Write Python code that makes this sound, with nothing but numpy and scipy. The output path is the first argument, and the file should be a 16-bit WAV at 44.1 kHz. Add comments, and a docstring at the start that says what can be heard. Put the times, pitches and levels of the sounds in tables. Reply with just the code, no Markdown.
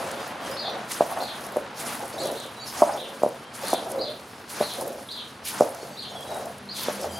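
"""Stirring sand in a glass bowl

A hand stirs sand and foam beads in a glass bowl on the paving of a walled yard. Each stroke sets the
grains hissing and crackling and the beads rustling. The dragged bowl grinds and knocks dully on the
stone. Sparrows chirp nearby, faint twitters come and go, and a distant hum comes up towards the end."""
import sys
import numpy as np
from scipy import signal
from scipy.fft import rfft, irfft, next_fast_len
from scipy.io import wavfile
from scipy.ndimage import uniform_filter1d, minimum_filter1d

SR = 44100
rng = np.random.default_rng(int(sys.argv[2]) if len(sys.argv) > 2 else 0)


def store_pcm(level_fs):
    """Save levels as 16-bit WAV."""
    pcm = np.round(np.clip(level_fs, -1, 1) * 32767).astype(np.int16)
    wavfile.write(sys.argv[1], SR, np.atleast_2d(pcm).T)


N = 317079
SIDE = np.array([[1], [-1]])   # adds to the left ear, subtracts from the right


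def from_db(db):
    """Decibels to gain."""
    return 10 ** (np.asarray(db) / 20)


def to_db(power):
    """Power to decibels."""
    return 10 * np.log10(power + 1e-12)


def unit_rms(x):
    """Scale to an rms of 1."""
    return x / np.sqrt(np.mean(x ** 2) + 1e-20)


def automation(rows):
    """Each column of a breakpoint curve at every sample."""
    times, *columns = np.transpose(rows)
    return [np.interp(np.arange(N) / SR, times, column) for column in columns]


def at_hz(points, hz):
    """Read a curve on a log-frequency axis."""
    point_hz, values = np.transpose(points)
    return np.interp(np.log(hz), np.log(point_hz), values)


def attack(t, rise_s):
    """Eases up to 1 at t = 0 and stays there."""
    return np.exp(-np.clip(-t / rise_s, 0, 5) ** 2)


def decay(t, fade_s):
    """Holds at 1 until t = 0, then dies away."""
    return np.exp(-np.clip(t / fade_s, 0, 20))


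def swells(rows, steepness):
    """Power of motions (middle, length, level) that speed up and slow down again."""
    power, t = np.zeros(N), np.arange(N) / SR
    for middle, length, db in rows:
        near = slice(*np.searchsorted(t, [middle - 3 * length, middle + 3 * length]))
        distance = np.abs(2 * (t[near] - middle) / length)
        power[near] += from_db(db) ** 2 * .5 ** (distance ** steepness)
    return power


def drift(rate_hz):
    """Smooth random wander with a spread of 1."""
    pole = np.exp(-40 * np.pi * rate_hz / SR)
    noise = rng.standard_normal(N // 20 + 2002)   # one value every 20 samples, plus a run-in
    slow = signal.lfilter([1], [1, -2 * pole, pole * pole], noise)[2000:]
    return np.interp(np.arange(N) / 20, np.arange(len(slow)), unit_rms(slow))


def add(out, start_s, sound):
    """Mix a sound in at its cue."""
    at = max(0, int(start_s * SR))
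    out[at:at + len(sound)] += sound[:max(0, N - at)]


def tone(hz):
    """A sine that follows a pitch curve."""
    return np.sin(2 * np.pi * np.cumsum(hz) / SR)


def glides(notes, waver):
    """Thin gliding tones of slightly unsteady pitch."""
    out, unsteady = np.zeros(N), drift(105)
    for start, length, start_hz, end_hz, level_db in notes:
        t = np.arange(int(length * SR)) / SR
        wander = waver * np.take(unsteady, int(start * SR) + np.arange(len(t)), mode="wrap")
        hz = (start_hz + (end_hz - start_hz) * t / length) * (1 + wander)
        add(out, start, from_db(level_db) * np.sqrt(np.sin(np.pi * t / length)) * tone(hz))
    return out


def butter(x, hz, kind, order=2):
    """Causal Butterworth filter."""
    return signal.sosfilt(signal.butter(order, hz, kind, fs=SR, output="sos"), x + 1e-18)


def colour(x, spectrum):
    """Minimum-phase EQ of unit power gain, falling 18 dB an octave beyond the ends of its curve."""
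    size = next_fast_len(N + SR // 4, True) // 2 * 2
    hz = np.maximum(np.arange(size // 2 + 1) * SR / size, 1)
    low, high = spectrum[0][0], spectrum[-1][0]
    octaves_outside = np.maximum(np.log2(low / hz), 0) + np.maximum(np.log2(hz / high), 0)
    gain = unit_rms(from_db(at_hz(spectrum, hz) - 18 * octaves_outside))
    cepstrum = irfft(np.log(gain), size)
    cepstrum[1:size // 2] *= 2
    cepstrum[size // 2 + 1:] = 0
    return irfft(rfft(x, size) * np.exp(rfft(cepstrum)), size)[..., :N]


# how alike the two ears are: (frequency [Hz], correlation [0-1])
EAR_CORRELATION = [(60, 0.99), (250, 1), (600, 0.96), (1200, 0.76), (2500, .8), (5000, 0.92), (9000, 0.98),
                   (14000, 0.86)]
def stereo(mid, side):
    """Direct sound in the middle, scattered sound at the sides."""
    size = next_fast_len(N, True)
    hz = np.maximum(np.fft.rfftfreq(size, 1 / SR), 1)
    alike = np.clip(at_hz(EAR_CORRELATION, hz), 0, .999)
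    width = np.sqrt((1 - alike) / (1 + alike))
    return mid + irfft(rfft(side, size) * width, size)[:N] * SIDE


def grains(per_s, spread_db):
    """Contacts at random times and of random size, at an rms of 1."""
    sizes = from_db(spread_db * np.minimum(rng.exponential(1, N), 5))
    return unit_rms(sizes * rng.choice([-1, 1], N) * (rng.random(N) < per_s / SR))


def rubbing(level_db, spectrum, per_s, spread_db, clump_db, clump_hz):
    """Friction as tiny slips that come in clumps; a faster stroke makes more of them."""
    rate = per_s * from_db((level_db - np.max(level_db)) / 2)
    force = from_db(level_db) * unit_rms(from_db(clump_db * drift(clump_hz)))
    slips = np.array([grains(rate, spread_db), grains(rate, spread_db)]) * np.sqrt(np.mean(rate) / rate)
    return stereo(*colour(slips * force, spectrum))


def yard_reverb(x, t60, dull_hz):
    """Two independent diffuse tails from between the walls, for mid and side."""
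    t = np.arange(int(.8 * SR)) / SR
    tail = rng.standard_normal((2, len(t))) * from_db(-60 * t / t60) * (1 - np.exp(-t / 0.003))
    tail /= np.sqrt(np.sum(tail ** 2, axis=1, keepdims=True))
    return signal.fftconvolve(x[None], butter(tail, dull_hz, "low", order=1), axes=1)[:, :N]


# strokes of the hand: (time [s], attack [s], time to the bottom [s], time to lift-out [s],
# plunge level [dB], push level [dB], sweep level [dB])
HAND_STROKES = [(-.3, .02, 0.3, 0.57, -43, -46, -47.5), (.44, 0.036, 0.052, 0.51, -54.5, -47.5, -54),
                (.92, 0.029, 0.095, 0.66, -36.5, -46, -47), (1.791, 0.029, 0.11, 0.77, -43, -40, -46.5),
                (2.68, 0.031, 0.13, 0.69, -44.5, -41, -48.5), (3.55, 0.012, .15, 0.86, -46, -38.5, -49.5),
                (4.515, 0.026, 0.11, 0.78, -42, -39.5, -49), (5.466, 0.019, 0.12, 1, -34.5, -41, -50),
                (6.795, 0.042, 0.095, .6, -37, -40, -46)]
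# the fingers knead a handful: (middle [s], length [s], level [dB])
FINGER_KNEADS = [(1.12, 0.02, -42), (1.235, 0.044, -44), (1.45, 0.065, -47.5), (1.57, 0.046, -56),
                 (2.26, 0.12, -43.5), (2.42, 0.068, -48), (3.245, 0.044, -47.5), (3.92, .04, -44),
                 (4.78, 0.12, -41.5), (5.87, 0.055, -51), (6.22, .04, -47.5), (6.36, 0.17, -46),
                 (7.025, 0.035, -42), (7.17, 0.074, -46)]
def hand(sag_db_per_s=12):
    """Power of four motions: plunging in, pushing the mix against the glass, raking back, kneading."""
    plunge, push, sweep = 0, 0, 0
    for start, entry_s, reach_s, lift_s, plunge_db, push_db, sweep_db in HAND_STROKES:
        t = np.arange(N) / SR - start
        in_mix = attack(t, entry_s) * attack(lift_s - t, 0.087)
        shove = attack(t - reach_s, rise_s=0.096) * decay(t - reach_s, fade_s=0.091)
        slack_db = sag_db_per_s * np.maximum(t - reach_s, 0)
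        plunge += (in_mix * from_db(plunge_db) * decay(t - .018, fade_s=.036)) ** 2
        push += (in_mix * from_db(push_db) * shove) ** 2
        sweep += (in_mix * from_db(sweep_db - slack_db)) ** 2
    return np.array([plunge, push, sweep, swells(FINGER_KNEADS, steepness=1.57)])


# bright hiss of sand: (frequency [Hz], relative level [dB])
SAND_EQ = [(2000, -5.5), (3500, -3.5), (5000, -1), (6800, -2.5), (7900, -5), (10000, 0.5), (12000, -4.5),
           (15500, -15)]
def sand_hiss(power, trickle_db=-66):
    """Grains rub past each other under the hand and trickle on between strokes."""
    level_db = to_db(power + from_db(trickle_db) ** 2)
    hiss = rubbing(level_db, SAND_EQ, per_s=31000, spread_db=0.5, clump_db=1.07, clump_hz=60.6)
    return from_db(3.5) * hiss


# crisp top of breaking clumps: (frequency [Hz], relative level [dB])
CRACKLE_EQ = [(2500, -24), (5000, -2.5), (7000, 0.5), (8200, 0), (10500, 6.5), (13000, -3), (15700, -7)]
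def sand_crackle(power, fade_s=0.00057, gain_db=-7):
    """Small clumps break at random, each in a snap of about a millisecond."""
    breaks = np.abs(grains(per_s=200, spread_db=9.5))
    snaps = signal.lfilter([1], [1, -np.exp(-1 / (fade_s * SR))], breaks + 1e-18)
    envelope = from_db(to_db(power) + gain_db) * unit_rms(snaps)
    return stereo(*colour(envelope * rng.standard_normal((2, N)), CRACKLE_EQ))


# soft midrange of foam beads: (frequency [Hz], relative level [dB])
BEAD_EQ = [(100, -9), (220, 8), (400, 2), (900, 8), (1500, 5), (2200, -1), (3500, -5.5), (7000, -17.5)]
# a soft, continuous midrange rustle, loudest at the start: (time [s], level [dB])
RUSTLE_BED = [(0.0, -38), (3.64, -47), (3.83, -47), (4.06, -47.5), (5.53, -49), (7.19, -46)]
def bead_rustle(push, knead, bed_db=-1.5, push_db=1.5, knead_db=-9):
    """Foam beads rub under the pressure of the hand, over a soft, continuous rustle."""
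    bed = from_db(automation(RUSTLE_BED)[0] + bed_db) ** 2
    level_db = to_db(bed + from_db(push_db) ** 2 * push + from_db(knead_db) ** 2 * knead)
    rustle = rubbing(level_db, BEAD_EQ, per_s=7000, spread_db=-1.0, clump_db=1.16, clump_hz=39.5)
    return from_db(3.5) * rustle


# outdoor ambience: (frequency [Hz], relative level [dB])
AIR_EQ = [(30, -36), (60, 1), (90, 3.5), (125, 14), (170, 1.5), (235, 12), (320, 5), (460, 9.5),
          (880, -13.5), (2400, -6.5), (4300, -4.5), (7800, -19.5), (9900, -11), (15000, -53)]
def yard_air(level_db=-49):
    """A steady, quiet bed of outdoor air."""
    return from_db(level_db) * stereo(*colour(rng.standard_normal((2, N)), AIR_EQ))


# the bowl slides on the stone: (middle [s], length [s], deep scrape level [dB], high scrape level [dB])
BOWL_SLIDES = [(0.013, .08, -31, -35.5), (0.162, 0.065, -33, -36.5), (0.335, 0.13, -48.5, -40.5),
               (0.507, .07, -32.5, -41), (0.719, 0.12, -34.5, -36.5), (1.114, 0.03, -45, -34),
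               (1.203, 0.06, -33.5, -29), (1.448, 0.13, -40, -40), (1.6, 0.068, -36.5, -48),
               (1.84, 0.09, -45.5, -43.5), (2.033, 0.041, -35, -30), (2.267, 0.11, -27.5, -32.5),
               (2.446, 0.075, -41.5, -43.5), (2.89, 0.097, -42, -29.5), (2.992, 0.18, -36.5, -41.5),
               (3.302, 0.058, -40.5, -39), (3.636, 0.021, -34.5, -38.5), (3.709, 0.032, -37, -35),
               (3.85, .12, -34, -34), (3.992, 0.091, -30, -36.5), (4.096, 0.077, -36.5, -46),
               (4.841, 0.088, -30.5, -34.5), (4.956, .09, -37, -42), (5.7, 0.085, -43, -37.5),
               (5.853, 0.12, -41, -42), (6.2, 0.13, -42, -38), (6.377, 0.13, -34, -32.5),
               (7.036, 0.061, -33, -37), (7.156, 0.11, -37, -44)]
# the two layers of the scrape: (frequency [Hz], relative level [dB])
DEEP_SCRAPE_EQ = [(90, -18.5), (220, -13), (330, -5), (450, -4), (540, 3), (640, -1.5), (850, -20.5),
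                  (2000, -29.5)]
HIGH_SCRAPE_EQ = [(350, -19.5), (560, -7), (670, 5.5), (830, 0), (1000, -10), (1400, -13.5), (2200, -27)]
def bowl_grind(steepness=1.8, deep_creep_db=-11.5, high_creep_db=-9):
    """The foot scrapes over the paving; between slides a faint grating follows the rustle bed."""
    middle, length, deep_db, high_db = np.transpose(BOWL_SLIDES)
    bed_db, = automation(RUSTLE_BED)
    deep_power = swells(zip(middle, length, deep_db), steepness) + from_db(bed_db + deep_creep_db) ** 2
    high_power = swells(zip(middle, length, high_db), steepness) + from_db(bed_db + high_creep_db) ** 2
    deep = rubbing(to_db(deep_power), DEEP_SCRAPE_EQ, 3600, spread_db=0.5, clump_db=2.0, clump_hz=35.4)
    high = rubbing(to_db(high_power), HIGH_SCRAPE_EQ, 3700, spread_db=-1.0, clump_db=3.5, clump_hz=34)
    return from_db(-3) * (deep + high)


# resonances of the loaded bowl: (frequency [Hz], bandwidth [Hz], level [dB])
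GLASS_MODES = [(227, 13, -6), (388.5, 8.3, -19.5), (469, 18, -13.5), (552, 10.8, -2.5), (599.7, 17, -11),
               (757, 11, -21), (1000, 390, -7)]
def glass_ring(x):
    """Whatever shakes the bowl also sets its damped modes ringing faintly."""
    out = x.copy()
    for hz, width_hz, level_db in GLASS_MODES:
        radius = np.exp(-np.pi * width_hz / SR)
        feedforward = (1 - radius ** 2) / 2 * np.array([1, 0, -1])
        feedback = [1, -2 * radius * np.cos(2 * np.pi * hz / SR), radius ** 2]
        out += from_db(level_db) * signal.lfilter(feedforward, feedback, x + 1e-18)
    return out


# slapback from the near walls: (delay [s], level [dB])
WALL_ECHOES = [(.01325, -10.5), (.0284, -24)]
def wall_slap(x, dull_hz=1300):
    """Short, dull echoes comb the spectrum of knocks and scrapes alike."""
    out, dull = x.copy(), butter(x, dull_hz, "low", order=1)
    for delay, echo_db in WALL_ECHOES:
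        lag = int(delay * SR)
        out[:, lag:] += from_db(echo_db) * dull[:, :-lag]
    return out


# grains pinched against the glass: (time [s], relative level [dB])
PINCHES = [(0.0881, -35), (0.114, -28), (0.917, -19.5), (1.1133, -34), (1.409, -32.5), (1.465, -29),
           (1.5677, -29.5), (2.1944, -36), (2.2339, -29), (2.2564, -27), (2.2714, -30.5), (2.316, -26.5),
           (2.4618, -33), (3.232, -28), (3.6826, -19.5), (3.703, -25), (3.7367, -17), (3.917, -23),
           (4.8106, -22.5), (4.8775, -26.5), (4.9292, -37), (5.606, -20), (5.7474, -29), (6.2066, -32),
           (6.345, -31.5), (6.4566, -32.5), (6.5824, -38.5), (6.794, -23), (6.834, -24), (7.0136, -26)]
def sand_crunches(fade_s=0.0033, gain_db=-5):
    """A pinched clump gives way in a short, bright burst."""
    envelope, t = np.zeros(N), np.arange(SR // 20) / SR
    for start, level_db in PINCHES:
        add(envelope, start, from_db(level_db + gain_db) * np.exp(-t / fade_s))
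    return stereo(*colour(envelope * rng.standard_normal((2, N)), CRACKLE_EQ))


# clear bird notes: (time [s], length [s], start pitch [Hz], end pitch [Hz], relative level [dB])
BIRD_NOTES = [(0.16, 0.038, 3380, 3730, -39.5), (0.19, 0.069, 4830, 4830, -44.5),
              (0.41, 0.091, 3370, 3050, -39.5), (0.50, 0.066, 4800, 5330, -36),
              (0.68, 0.051, 5800, 5760, -44), (2.56, 0.058, 4000, 3870, -35),
              (2.60, 0.049, 4560, 4480, -30), (2.60, 0.032, 6800, 6830, -41), (2.66, .03, 5600, 4900, -33),
              (3.44, 0.056, 3140, 3220, -47), (4.28, 0.16, 5280, 5300, -53.5),
              (5.78, 0.058, 4300, 4420, -44), (5.9, 0.12, 4490, 4600, -43), (6.15, 0.044, 3440, 3300, -34),
              (6.195, 0.045, 3150, 3450, -36), (6.25, .11, 3900, 3810, -37.5),
              (7.08, 0.045, 3350, 3030, -39.5), (7.14, 0.06, 3060, 3270, -36),
              (7.11, 0.082, 4850, 4630, -38)]
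def bird_whistles(gain_db=-4):
    """Birds slip in thin, nearly pure notes that slide in pitch."""
    return from_db(gain_db) * glides(BIRD_NOTES, waver=.005)


# sparrow cues: (time [s], top pitch [Hz], arched note level [dB], buzzy note level [dB])
SPARROW_CALLS = [(0.568, 4705, -30.5, -31.5), (1.203, 4510, -34, -33.5), (2.18, 4380, -34.5, -38),
                 (2.351, 4135, -38.5, -43), (2.975, 3900, -35.5, -49), (3.657, 4590, -34, -33.5),
                 (3.989, 4730, -31.5, -38), (4.61, 4555, -34.5, -34.5), (5.087, 4450, -34, -32.5),
                 (5.97, 4490, -34, -36), (6.689, 4780, -33, -32.5)]
# contour of one call: (time before stretching [s], pitch [share of top], level [dB], buzz [0-1])
CALL_CONTOUR = [(0, 0.81, 23, 0.46), (.011, .95, -7, 0.17), (.024, .97, 5, 0.53), (0.04, .92, -6, 0.76),
                (.058, .85, -3.5, 0.72), (0.076, .83, -0.5, .9), (.09, .81, 0, 1.0), (.11, .79, -6.5, 0.76),
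                (.13, .76, -12, .9), (.16, 0.81, -22, .9)]
def sparrows(buzz_hz=135, buzz_depth=0.15, waver=0.0467, flicker_db=2.0, note_change_s=0.095):
    """An arched note, then a buzzy one, each call at its own pace; the buzz shakes pitch and level."""
    out, unsteady, flicker, intonation = np.zeros(N), drift(375), drift(110), drift(23.9)
    times, *contour = np.transpose(CALL_CONTOUR)
    for start, top_hz, arch_db, buzzy_db in SPARROW_CALLS:
        buzz_phase, pace = rng.random(2)
        stretch = 1.1 + 0.0973 * pace
        t = np.arange(int(times[-1] * stretch * SR)) / SR
        pitch, shape_db, buzz = (np.interp(t, times * stretch, column) for column in contour)
        note_db = np.interp(t - note_change_s, [-.01, .01], [arch_db, buzzy_db])
        now = np.minimum(int(start * SR) + np.arange(len(t)), N - 1)
        shake = buzz * np.sin(2 * np.pi * (buzz_hz * t + buzz_phase))
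        bend = 1 + buzz_depth * shake + waver * buzz * unsteady[now] + 0.025 * intonation[now]
        loudness = from_db(note_db + shape_db + flicker_db * flicker[now]) * (1 - 0.098 * shake)
        add(out, start, loudness * attack(t - .015, .009) * tone(top_hz * pitch * bend))
    return out


# the bowl rocks onto the stone: (time [s], relative peak [dB], pitch [Hz])
BOWL_HITS = [(1.0052, -21, 580), (1.0075, -2, 650), (1.224, -17, 720), (1.561, -15, 620),
             (1.569, -9.5, 560), (2.2578, -18.5, 540), (2.8203, 0, 663), (2.8234, -6, 620),
             (2.825, -11, 1060), (3.219, -19.5, 570), (3.234, -3.5, 610), (3.262, -9.5, 545),
             (3.731, -6.5, 710), (3.734, -15.5, 383), (3.982, -18, 572), (4.605, -16, 506), (4.61, -7, 610),
             (5.601, -20, 606), (5.608, 2.5, 558), (5.6095, -11, 686), (5.83, -25.5, 440),
             (6.884, -10.5, 565)]
def bowl_knocks(ring_s=0.0024, soft_hz=1350, low_cut_hz=190, gain_db=-1):
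    """Sand damps the glass, so each soft contact rings for a few cycles; the yard adds a short tail."""
    direct, t = np.zeros(N), np.arange(SR // 20) / SR
    for start, peak_db, hz in BOWL_HITS:
        ring = np.sin(2 * np.pi * hz * t) * np.exp(-t / ring_s)
        softened = butter(ring, soft_hz, "low", order=6)
        knock = butter(softened, low_cut_hz, "high", order=3)
        add(direct, start, from_db(peak_db + gain_db) * knock / np.max(np.abs(knock)))
    early = from_db(-10) * yard_reverb(direct, t60=0.25, dull_hz=4000)
    late = from_db(-18) * yard_reverb(direct, t60=0.47, dull_hz=2500)
    mid, side = early + late
    return direct + butter(mid, 230, "high", order=1) + from_db(-6.5) * butter(side, 780, "high") * SIDE


# faint high twittering: (start [s], end [s], level [dB])
HIGH_TWITTERS = [(2.12, 2.271, -45.5), (2.814, 2.938, -47.5), (5.783, 6.31, -54.5), (6.981, 7.146, -46)]
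def high_twitters(per_s=130, lowest_hz=4300, length_s=.025):
    """Flurries of brief, thin, gliding tones scattered over an octave."""
    notes = []
    for start, end, level_db in HIGH_TWITTERS:
        for when, octave, glide, softness in rng.random((int(per_s * (end - start)), 4)):
            hz = lowest_hz * 2 ** octave
            end_hz = hz * (1 + 0.19 * (glide - .5))
            notes.append((start + when * (end - start), length_s, hz, end_hz, level_db - 6 * softness))
    return glides(notes, waver=0.011)


# partials of the hum: (frequency [Hz], level before the swell [dB])
HUM_PARTIALS = [(86, -62), (139, -59), (200, -56.5), (242, -60)]
# its swell towards the end: (time [s], gain [dB])
HUM_FADER = [(0, -3), (5.6, -9), (6.3, 0.5), (6.7, 2.5), (7.19, 6.5)]
def distant_hum(waver_db=4.5):
    """Low, far-off tones, each wavering in level and slightly in pitch."""
    hum = np.zeros(N)
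    for hz, level_db in HUM_PARTIALS:
        amplitude = np.sqrt(2) * from_db(level_db + waver_db * drift(4.5))
        hum += amplitude * tone(hz * (1 + 0.00357 * drift(2.96)))
    return from_db(automation(HUM_FADER)[0]) * hum


def grain_shimmer(x, depth_db=2.5, rate_hz=18):
    """Clumps of different grain size take turns, so the colour of the hiss keeps changing."""
    size = next_fast_len(N, True)
    hz, spectrum = np.fft.rfftfreq(size, 1 / SR), rfft(x, size)
    centres_hz = [3500, 5500, 8000, 10500, 13500]
    out = np.zeros_like(x)
    for weights in np.eye(len(centres_hz)):
        band = irfft(spectrum * np.interp(hz, centres_hz, weights), size)[:, :N]
        out += band * unit_rms(from_db(depth_db * drift(rate_hz)))
    return out


def bowl_reflections(x, bounce=0.029):
    """The rustle bounces between the walls of the bowl, which ripples its spectrum."""
    out = x.copy()
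    for delay_s in (.00062, .00147, .0039):
        lag = int(delay_s * SR)
        out[:, lag:] += bounce * x[:, :-lag]
    return out / np.sqrt(1 + 3 * bounce ** 2)


def stirring():
    """Every motion makes the sand hiss; under pressure it breaks into crackle and the beads rustle."""
    motions = hand()
    _, push, _, knead = motions
    crackle_share = np.array([0.12, 0.23, 0.27, 0.51])   # plunge, push, sweep, knead
    hiss = sand_hiss((1 - crackle_share) @ motions)
    detail = sand_crackle(crackle_share @ motions) + sand_crunches() + high_twitters()
    return bowl_reflections(grain_shimmer(hiss + detail)) + bead_rustle(push, knead)


def across_the_yard(song, direct_db=-4, wet_db=-2):
    """The birds are some way off, so much of their song arrives by the walls."""
    mid, side = yard_reverb(song, t60=0.34, dull_hz=9200)
    return from_db(direct_db) * song + from_db(wet_db) * (mid + from_db(-7.5) * side * SIDE)


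def scene():
    """Rustle in the bowl, its foot on the stone, and the yard around."""
    rustle = stirring()
    foot = wall_slap(glass_ring(bowl_grind() + bowl_knocks()))
    foot *= from_db(-0.15 * SIDE)   # a touch to the right
    birds = across_the_yard(sparrows() + bird_whistles())
    return rustle + foot + birds + yard_air() + distant_hum()


def record(dry):
    """A fast limiter holds the hardest knocks near full scale, and a steep low-pass trims the top."""
    window, cutoff_hz = SR // 200, 15750
    allowed = 1 / np.maximum(np.max(np.abs(dry), axis=0), 1)
    gain = uniform_filter1d(minimum_filter1d(allowed, size=window), size=window)
    return signal.sosfilt(signal.ellip(10, .1, 80, cutoff_hz, fs=SR, output="sos"), dry * gain)


dry = scene()
out = record(dry)
store_pcm(out)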